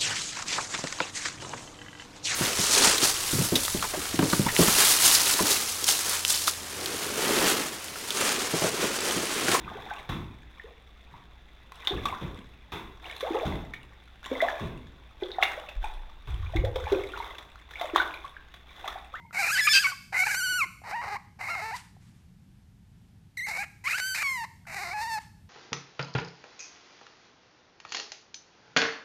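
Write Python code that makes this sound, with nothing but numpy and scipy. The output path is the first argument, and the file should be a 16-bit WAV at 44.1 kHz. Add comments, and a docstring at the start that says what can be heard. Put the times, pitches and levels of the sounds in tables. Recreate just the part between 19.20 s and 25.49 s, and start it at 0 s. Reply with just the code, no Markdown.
"""A carpeted, furnished room: a puppy close to a phone's microphone whines and yips seven times.
Pulses of its vocal folds pass a moving throat: clear high notes, period-doubled notes and hoarse chaos.
Wavering sines (throat whistles, an earlier call's tail), noise puffs and short lip and tongue smacks join in.
Low thumps of air hit the microphone; the room answers briefly with a decaying noise tail.
Behind it lies shaped noise: a low household rumble and microphone hiss."""
import sys
import numpy as np
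from scipy import signal
from scipy.fft import rfft, irfft, next_fast_len
from scipy.io import wavfile
from scipy.ndimage import uniform_filter1d, map_coordinates

SR = 44100
rng = np.random.default_rng(int(sys.argv[2]) if len(sys.argv) > 2 else 0)


def store_wav(level_fs):
    """Save 16-bit WAV to argv[1]."""
    pcm = np.round(np.clip(np.atleast_2d(level_fs), -1, 1) * 32767)
    wavfile.write(sys.argv[1], SR, pcm.T.astype(np.int16))


N = 277389
T = np.arange(N) / SR  # s


def amp(db):
    """Linear gain of a level in dB."""
    return 10 ** (np.asarray(db) / 20)


def unit(x):
    """Scale to an RMS of one."""
    return x / np.sqrt(np.mean(x ** 2) + 1e-20)


def along(points, hz):
    """Interpolate (f/Hz, value) points on a logarithmic frequency axis."""
    f, value = np.transpose(points)
    return np.interp(np.log(hz + 1), np.log(f + 1), value)


def filtered(x, response):
    """Multiply the spectrum of x by a response of frequency."""
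    m = next_fast_len(N + SR // 2)
    return irfft(rfft(x, m) * response(np.fft.rfftfreq(m, 1 / SR)), m)[:N]


def causal(points):
    """Minimum-phase impulse response of a (f/Hz, level/dB) colour, by folding its cepstrum."""
    log_gain = np.log(amp(along(points, np.fft.rfftfreq(4096, 1 / SR))))
    cepstrum = irfft(log_gain)
    cepstrum[1:2048] *= 2
    cepstrum[2049:] = 0
    return irfft(np.exp(rfft(cepstrum)))


def wobble(rate):
    """A smooth random curve with rate knots a second."""
    knots = rng.standard_normal(int(N * rate / SR) + 4)
    return map_coordinates(knots, [T * rate])


def level(s, db):
    """Gain along dB points, silent outside them."""
    return amp(np.interp(T, s, db, left=-140, right=-140))


# rumble of the house and hiss of the microphone: f/Hz, relative level/dB per Hz
HOUSE_COLOUR = [(15, -61.5), (25, -8.5), (96, -2.5), (151, -7.5), (182, -5.5), (244, -18), (286, -22.5),
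                (554, -37), (781, -32), (1160, -38.5), (1820, -37), (2140, -39), (3100, -39.5),
                (4030, -41.5), (14000, -50.5)]
FLOOR_DB = -54  # RMS level about which the noise drifts


def floor():
    """White noise coloured as low house rumble over hiss, its level drifting slightly."""
    noise = filtered(rng.standard_normal(N), lambda hz: amp(along(HOUSE_COLOUR, hz)))
    return amp(FLOOR_DB + .8 * wobble(5)) * unit(noise)


# how long the carpeted, furnished room rings: f/Hz, time to fall by 60 dB/s
ROOM_DECAY = [(300, 0.35), (900, 0.49), (2200, 0.55), (12000, 0.82)]


def room(x):
    """A noise tail in which each frequency dies at its own speed answers the sound."""
    hz, t, noise = signal.stft(rng.standard_normal(SR // 2), SR, nperseg=256)
    decay = amp(-60 * t / along(ROOM_DECAY, hz)[:, None])
    tail = signal.istft(noise * decay, SR, nperseg=256)[1]
    delayed = np.pad(x, (300, 0))  # about 7 ms
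    return signal.fftconvolve(delayed, tail / np.linalg.norm(tail))[:N]


def ring(out, s, db, hz, t60):
    """Add a sine that starts at db and dies exponentially, for at most 50 ms."""
    t = np.arange(SR // 20) / SR
    out[round(s * SR):][:len(t)] += amp(db - 60 * t / t60) * np.sin(2 * np.pi * hz * t)


# air striking the microphone: t/s, starting level/dB
MIC_THUMPS = [(0.559, -42.5), (1.324, -45.5), (1.458, -48), (1.949, -57), (5.974, -56)]
THUMP_HZ, THUMP_T60_S = 330, .04


def thumps():
    """Air on the microphone gives a short low ring."""
    out = np.zeros(N + SR)
    for s, db in MIC_THUMPS:
        ring(out, s, db, THUMP_HZ, THUMP_T60_S)
    return out[:N]


# lips and tongue: t/s, starting level/dB, f/Hz
MOUTH_SMACKS = [(0.109, -38.5, 1370), (1.618, -42, 740), (2.767, -48.5, 770), (5.454, -48, 1500)]
SMACK_T60_S = .023


def smacks():
    """Each smack rings a few cycles of the mouth cavity."""
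    out = np.zeros(N + SR)
    for s, db, hz in MOUTH_SMACKS:
        ring(out, s, db, hz, SMACK_T60_S)
    return out[:N]


# colour of air through nose and mouth: f/Hz, relative level/dB
BREATH_COLOUR = [(500, -23), (900, 4), (2000, 6), (3300, 1), (9000, -3), (14000, -17)]
# breath after calls: crest t/s, crest level/dB (RMS, before flutter), fall/dB per s
BREATHS = [(2.57, -46.5, 169.5), (2.83, -65.5, 55), (6.018, -56, 231)]
PUFF_RISE_S = 0.031


def puffs():
    """Turbulent air through nose and mouth: soft noise, slightly fluttering."""
    air = unit(filtered(rng.standard_normal(N), lambda hz: amp(along(BREATH_COLOUR, hz))))
    gain = np.zeros(N)
    for s, db, fall in BREATHS:
        gain += level([s - PUFF_RISE_S, s, s + .3], [db - 12, db, db - .3 * fall])
    return air * amp(1.8 * wobble(40)) * gain


# the throat resonance whistling by itself, mostly in hoarse stretches;
# the first two rows are the fading tail of an earlier call:
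# start t/s, end t/s, first f/Hz, last f/Hz, first level/dB, last level/dB (RMS, before flutter)
WHISTLES_AND_TAIL = [(0, 0.134, 938, 910, -55.5, -69), (0, 0.122, 2087, 2170, -59.5, -68),
                     (.16, 0.312, 2186, 2510, -32, -28), (.44, 0.519, 2256, 2290, -34, -30),
                     (.535, 0.587, 2665, 2650, -22, -22), (.945, 1.042, 2076, 2280, -31, -19.5),
                     (1.06, 1.166, 2353, 2200, -36, -45.5), (2.21, 2.299, 2038, 2184, -38, -41),
                     (2.3, 2.428, 2118, 2150, -34.5, -44), (4.267, 4.443, 2038, 2400, -36.5, -40),
                     (4.69, 4.749, 2370, 2660, -37, -31), (4.95, 5.029, 2486, 2340, -40.5, -33.5),
                     (5.5, 5.588, 2090, 1873, -54, -39), (5.62, 5.681, 2212, 2070, -40, -46),
                     (5.69, 5.739, 2100, 2280, -42, -38)]


def whistles_and_tail():
    """Throat whistles and a call's last two partials as sines with trembling pitch and fluttering strength."""
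    out = np.zeros(N)
    for row in WHISTLES_AND_TAIL:
        shake = 1 + .018 * wobble(70) + .02 * wobble(300)
        hz = np.interp(T, row[:2], row[2:4]) * shake
        tone = np.sqrt(2) * np.sin(2 * np.pi * np.cumsum(hz) / SR)
        gain = uniform_filter1d(level(row[:2], row[4:]), size=600)
        out += tone * amp(3.5 * wobble(150)) * gain
    return out


# ways the folds close: (hoarseness 0-1, every second pulse weaker 0-1), before their random wander
CLEAR, SOFT, HUSKY, ROUGH, RASPY = (.035, .02), (.075, .06), (.14, .03), (.29, .1), (.46, .3)
SPLIT, GRUFF, HOARSE, TORN = (.23, .66), (.36, .75), (.68, .45), (.9, .3)
# a note lasts until the next or its call's end: t/s, first f/Hz, last f/Hz, tremor/%, way of closing
FOLD_NOTES = [ (.128, 1418, 1482, 0, HOARSE), (.193, 1533, 1500, 0, SPLIT),
              (.218, 1498, 1453, -0.5, HOARSE), (.285, 1423, 1234, 1, ROUGH),
              (.308, 1446, 1671, 8.5, HUSKY), (.372, 1689, 1854, 8, ROUGH), (.407, 1771, 1671, 2.5, HUSKY),
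              (.471, 1204, 1208, 0, HUSKY), (.489, 1736, 1723, 2.5, HUSKY), (.533, 1555, 1537, -0.5, ROUGH),
              (.59, 1578, 1706, 0, HUSKY), (.612, 1678, 1391, -1.5, HUSKY), (.642, 1115, 1098, 0.5, HUSKY),
              (.669, 1497, 1458, -1.5, HUSKY), (.718, 1128, 1121, 3.5, HUSKY), (.92, 1438, 1461, 0, HOARSE),
              (.99, 1490, 1498, -1.5, SPLIT), (1.035, 1453, 1490, 9, ROUGH),
              (1.065, 1515, 1532, 7.5, GRUFF), (1.084, 1515, 1549, 7, ROUGH),
              (1.153, 1507, 1470, 4.5, CLEAR), (1.259, 1484, 1468, 2, CLEAR),
              (1.372, 1490, 1346, 0.5, CLEAR), (1.403, 1331, 1104, 0, CLEAR), (1.422, 1081, 1055, 2, HUSKY),
              (1.636, 753.2, 705.7, -1, TORN), (1.722, 718.8, 962, 0, HUSKY), (1.76, 967, 922, -1, HUSKY),
              (1.815, 878, 761.4, 0, TORN), (1.898, 789, 841, -1.5, GRUFF), (1.948, 778, 1114, -0.5, ROUGH),
              (2.188, 759.6, 849.4, 0, TORN), (2.285, 1252, 1395, 0.5, RASPY),
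              (2.31, 1395, 1253, -1, RASPY), (2.355, 791.3, 720.9, 1, RASPY), (2.42, 852, 900.3, 1, SPLIT),
              (2.461, 898.7, 880.2, 0, SPLIT), (2.512, 682.5, 1008, 1.5, HUSKY),
              (2.55, 1017, 900.2, 1, ROUGH), (4.171, 2037, 1985, 5.5, CLEAR), (4.215, 1921, 2159, 0, CLEAR),
              (4.248, 2174, 1990, 2, CLEAR), (4.267, 741.4, 719.6, -1.5, RASPY),
              (4.31, 709, 716.9, 0.5, HOARSE), (4.379, 748, 851, -1, HUSKY),
              (4.428, 846.6, 760.3, 0.5, HOARSE), (4.64, 930, 1025, -1.5, RASPY),
              (4.658, 1021, 1131, -0.5, HUSKY), (4.674, 1120, 1506, 0, ROUGH),
              (4.692, 1599, 1775, 1, RASPY), (4.712, 1780, 1417, 0, RASPY),
              (4.735, 1329, 1673, -0.5, HUSKY), (4.778, 1657, 1477, 0, HOARSE),
              (4.803, 1493, 1563, 0, CLEAR), (4.897, 1536, 1524, 0.5, CLEAR),
              (4.947, 1580, 1647, 1, HOARSE), (5.002, 1649, 1207, -0.5, HOARSE),
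              (5.03, 1141, 1059, 1, CLEAR), (5.11, 1072, 1000, 1, CLEAR), (5.17, 971.4, 888.6, 1.5, CLEAR),
              (5.238, 894.3, 991.2, 3.5, ROUGH), (5.466, 747.7, 788, 0, TORN),
              (5.545, 799.6, 766.5, 6, GRUFF), (5.644, 703, 684.4, -0.5, GRUFF),
              (5.7, 693.7, 766, -1, GRUFF), (5.735, 848, 831, -0.5, HUSKY), (5.81, 902.6, 921, 3, SOFT),
              (5.91, 908.6, 850, 1.5, SOFT), (5.976, 864, 962, -5, ROUGH)]
# tremor of the breath, each row taking over 0.1 s before its crest: crest t/s, rate f/Hz
BREATH_TREMOR = [(0.334, 16), (1.068, 16.9), (4.17, 37), (5.62, 19)]
JUMP_S = .003  # time a jump between notes takes


def melody():
    """Pitch, hoarseness and doubling: each note glides evenly, shaken by the breath's tremor."""
    rows = [(*row[:4], *row[4]) for row in FOLD_NOTES]
    start, first, last, depth, hoarse, doubled = np.transpose(rows)
    stops = np.array([call[-1][0] for call in CALL_EFFORT])
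    call_end = stops[np.searchsorted(stops[:-1], start)]
    end = np.minimum(np.append(start[1:], T[-1]), call_end)
    note = np.maximum(np.searchsorted(start, T) - 1, 0)
    progress = np.clip((T - start[note]) / (end - start)[note], 0, 1)
    glide = first[note] + (last - first)[note] * progress
    crest, rate = np.transpose(BREATH_TREMOR)
    j = np.maximum(np.searchsorted(crest - .1, T) - 1, 0)
    tremor = np.cos(2 * np.pi * rate[j] * (T - crest[j]))
    hz = glide * (1 + depth[note] / 100 * tremor)
    return uniform_filter1d(hz, size=max(round(JUMP_S * SR), 1)), hoarse[note], doubled[note]


def folds():
    """One pulse per fold closure; hoarseness scatters timing and size and adds air noise."""
    hz, hoarse, doubled = melody()
    hoarse = uniform_filter1d(hoarse, size=250) * amp(2.5 * wobble(45))  # the rasp comes and goes
    doubled = doubled * np.clip(1 + .9 * hoarse * wobble(60), -1, 1.1)
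    drift = .003 * wobble(120) + .06 * hoarse * wobble(60)
    chaos = hoarse ** 2 * (.22 * wobble(35) + .1 * wobble(300))
    cycles = np.cumsum(hz * (1 + drift + chaos)) / SR

    # when each fold closure falls, in samples, and how strong it is
    number = np.arange(1, int(cycles[-1]))
    at = np.interp(number, cycles, np.arange(N))
    i = at.astype(int)
    h, d = hoarse[i], doubled[i]
    chance = rng.standard_normal((len(at), 2))
    at = np.clip(at + .13 * h * chance[:, 0] * SR / hz[i], 9, N - 10)
    i = at.astype(int)
    scatter_db = np.minimum(h, .55) * (6 * chance[:, 1] + 2 * wobble(150)[i])
    size = (1 + d * (-1.) ** number) * amp(scatter_db)

    # place each pulse between samples as a windowed sinc
    taps = np.floor(at)[:, None] + np.arange(-7, 9)
    u = taps - at[:, None]
    shape = np.sinc(.8 * u) * np.cos(np.pi * u / 17) ** 2
    pulses = np.bincount(taps.astype(int).ravel(), (size[:, None] * shape).ravel(), N)

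    # the air noise swells and ebbs with every cycle
    air = rng.standard_normal(N) * np.sqrt(hz / SR) * (1 + .6 * np.cos(2 * np.pi * cycles))
    air = filtered(air, lambda f: np.clip(f / 6000, .22, 1))  # turbulence is strongest in the treble
    return pulses + (.04 + 1.1 * hoarse) * air


ATTACK_S, ATTACK_DB, RELEASE_S, RELEASE_DB = .004, 15.5, 0.0089, 24.5


def sung(call, db):
    """Gain of one call, which rises out of silence and sinks back into it."""
    s = call[:, 0]
    times = np.r_[s[0] - ATTACK_S, s, s[-1] + RELEASE_S]
    return level(times, np.r_[db[0] - ATTACK_DB, db, db[-1] - RELEASE_DB])


# throat colour with the mouth nearly shut: f/Hz, relative level/dB
SHUT_MOUTH = [(250, -22.5), (400, -18.5), (550, -13.5), (850, -3), (1200, -8.5), (1600, -12.5),
              (2100, -7.5), (2600, -21.5), (3300, -31.5), (3900, -15), (4800, -16), (7000, -26.5),
              (9000, -28.5), (11500, -37), (14000, -31)]
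# throat colour with the mouth half open: f/Hz, relative level/dB
HALF_OPEN_MOUTH = [(300, -30.5), (550, -20), (780, -12.5), (1100, -15), (1500, -8.5), (1900, -7),
                   (2250, -0.5), (2700, -13), (3300, -34), (3900, -21.5), (4800, -22.5), (7000, -19.5),
                   (11000, -28), (14000, -27)]
# throat colour with the mouth wide open: f/Hz, relative level/dB
WIDE_MOUTH = [(500, -29.5), (1100, -11.5), (1700, -5.5), (2600, 1), (3500, -8.5), (5000, -5.5),
              (6500, -18.5), (9000, -22.5), (11500, -34.5), (14000, -27)]
# one curve per call: t/s, level/dB below the throat notch (before the lock swell),
# treble above the notch/dB relative to that level (before the hollow), mouth opening 0-1
CALL_EFFORT = [
    [(.131, -41.5, -9.5, 0.3), (.2, -29, -7.5, 0.26), (.28, -32.5, -4.5, 0.3), (.34, -28, -3, .6),
     (.4, -22, -12, .7), (.43, -29.5, 0, .75), (.465, -28, 0.5, 0.5), (.476, -20.5, -13.5, .8),
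     (.492, -28.5, 1.5, .85), (.52, -31, 10.5, 1), (.565, -17.5, -2, .95), (.62, -34.5, 1, 0.6),
     (.66, -24, -13, 0.7), (.71, -38, -5, 0.2), (.733, -40, -20.5, 0)],
    [(.928, -34, -16, 0.09), (1.0, -29, -6.5, 0.5), (1.035, -30, -10, .25), (1.052, -38, 0, .3),
     (1.068, -28, -11, .3), (1.1, -29, -8, 0.5), (1.185, -31.5, -2.5, 0.33), (1.245, -29.5, -5, 0.6),
     (1.33, -29, -6, 0.6), (1.39, -28, -9.5, .5), (1.445, -28.5, -19, .2)],
    [(1.64, -45, -18, 0.03), (1.71, -37.5, -10, 0.05), (1.74, -31.5, -25.5, .05), (1.8, -34.5, -23, .05),
     (1.85, -37, -16, 0), (1.9, -36, -16, 0), (1.945, -33, -16, 0), (1.968, -35.5, -19.5, .05)],
    [(2.192, -46.5, -15, 0.1), (2.21, -38, -14, 0.2), (2.27, -42.5, -8, .2), (2.3, -35, -10, 0.1),
     (2.36, -39, -12, .1), (2.44, -35, -13.5, 0.1), (2.505, -37.5, -14, .1), (2.55, -34, -18, .05),
     (2.568, -45.5, 2, .05)],
    [(4.174, -36, -6.5, .6), (4.21, -33.5, -14.5, 0.7), (4.264, -36, -12, 0.4), (4.29, -37, -3.5, 0.2),
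     (4.34, -42, -6.5, 0.3), (4.39, -35, -8, 0.2), (4.443, -33.5, -15.5, 0.6)],
    [(4.643, -38.5, -8.5, 0.4), (4.672, -29.5, -11.5, 0.7), (4.69, -32, -9, .6), (4.72, -32, -6, .6),
     (4.745, -28, -12, 0.54), (4.77, -33.5, -6, .6), (4.81, -32.5, -4.5, .6), (4.895, -34, -2, .6),
     (4.96, -35, -1.5, .6), (5.02, -34, -6, 0.55), (5.07, -31, -9.5, 0.7), (5.16, -34, -11.5, .35),
     (5.25, -35, -14.5, .05)],
    [(5.47, -44.5, -11.5, 0.3), (5.55, -39, -7, .27), (5.6, -36.5, -8, .2), (5.72, -40, -7, 0),
     (5.75, -33, -21, .1), (5.82, -32, -9.5, .1), (5.88, -35.5, -12.5, .05), (5.94, -30.5, -9, 0.11),
     (5.988, -33, -16.5, 0)],
]
NOTCH_HZ = 3300
# the voice swells below the notch while its second partial sits on the throat resonance
LOCK_HZ, LOCK_WIDTH_HZ, LOCK_DB = 2400, 260, 5.5
GAP_HZ, GAP_WIDTH_HZ, GAP_DB = 3330, 170, -9  # the hollow in the throat's colour


def steady(x):
    """Even out the level over about 40 ms; a partial that meets a resonance still swells."""
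    return x / np.sqrt(np.abs(uniform_filter1d(x ** 2, size=1800)) + 1e-12)


def puppy():
    """The pulses pass a throat that moves between shut and open; effort sets level and treble."""
    source = folds()
    s, _, _, mouth = np.vstack(CALL_EFFORT).T
    opening = np.clip(np.interp(T, s, mouth), 0, 1)
    voice = np.zeros(N)
    for centre, colour in [(0, SHUT_MOUTH), (.5, HALF_OPEN_MOUTH), (1, WIDE_MOUTH)]:
        share = np.clip(1 - 2 * np.abs(opening - centre), 0, 1)
        voice += share * signal.fftconvolve(source, causal(colour))[:N]
    treble = filtered(voice, lambda hz: hz > NOTCH_HZ)
    # the throat spreads each pulse a little; the mouth spreads its treble over about 2 ms
    body = filtered(voice - treble, lambda hz: np.exp(.9j * np.sin(hz / 260)))
    treble = filtered(treble, lambda hz: np.exp(1.6j * (np.sin(hz / 430) + np.sin(hz / 170))))

    calls = [np.array(rows) for rows in CALL_EFFORT]
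    body_gain = sum(sung(c, c[:, 1]) for c in calls)
    treble_gain = sum(sung(c, c[:, 1] + c[:, 2]) for c in calls)
    second_partial = 2 * melody()[0]
    lock = amp(LOCK_DB * np.exp(-((second_partial - LOCK_HZ) / LOCK_WIDTH_HZ) ** 2))
    whole = lock * body_gain * steady(body) + treble_gain * steady(treble)
    return filtered(whole, lambda hz: amp(GAP_DB * np.exp(-((hz - GAP_HZ) / GAP_WIDTH_HZ) ** 2)))


def scene():
    """The close puppy and the thumps, their answer from the room, and the floor noise."""
    near = thumps() + smacks() + puffs() + whistles_and_tail() + puppy()
    return (floor() + amp(-14.5) * room(near) + near)[None]


TOP_HZ = 14100  # the phone's band limit


def record(dry):
    """The phone keeps neither the deepest bass nor anything above its band limit."""
    return filtered(dry[0], lambda hz: (hz < TOP_HZ) * hz ** 2 / (hz ** 2 + 30 ** 2))[None]


dry = scene()
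out = record(dry)
store_wav(out)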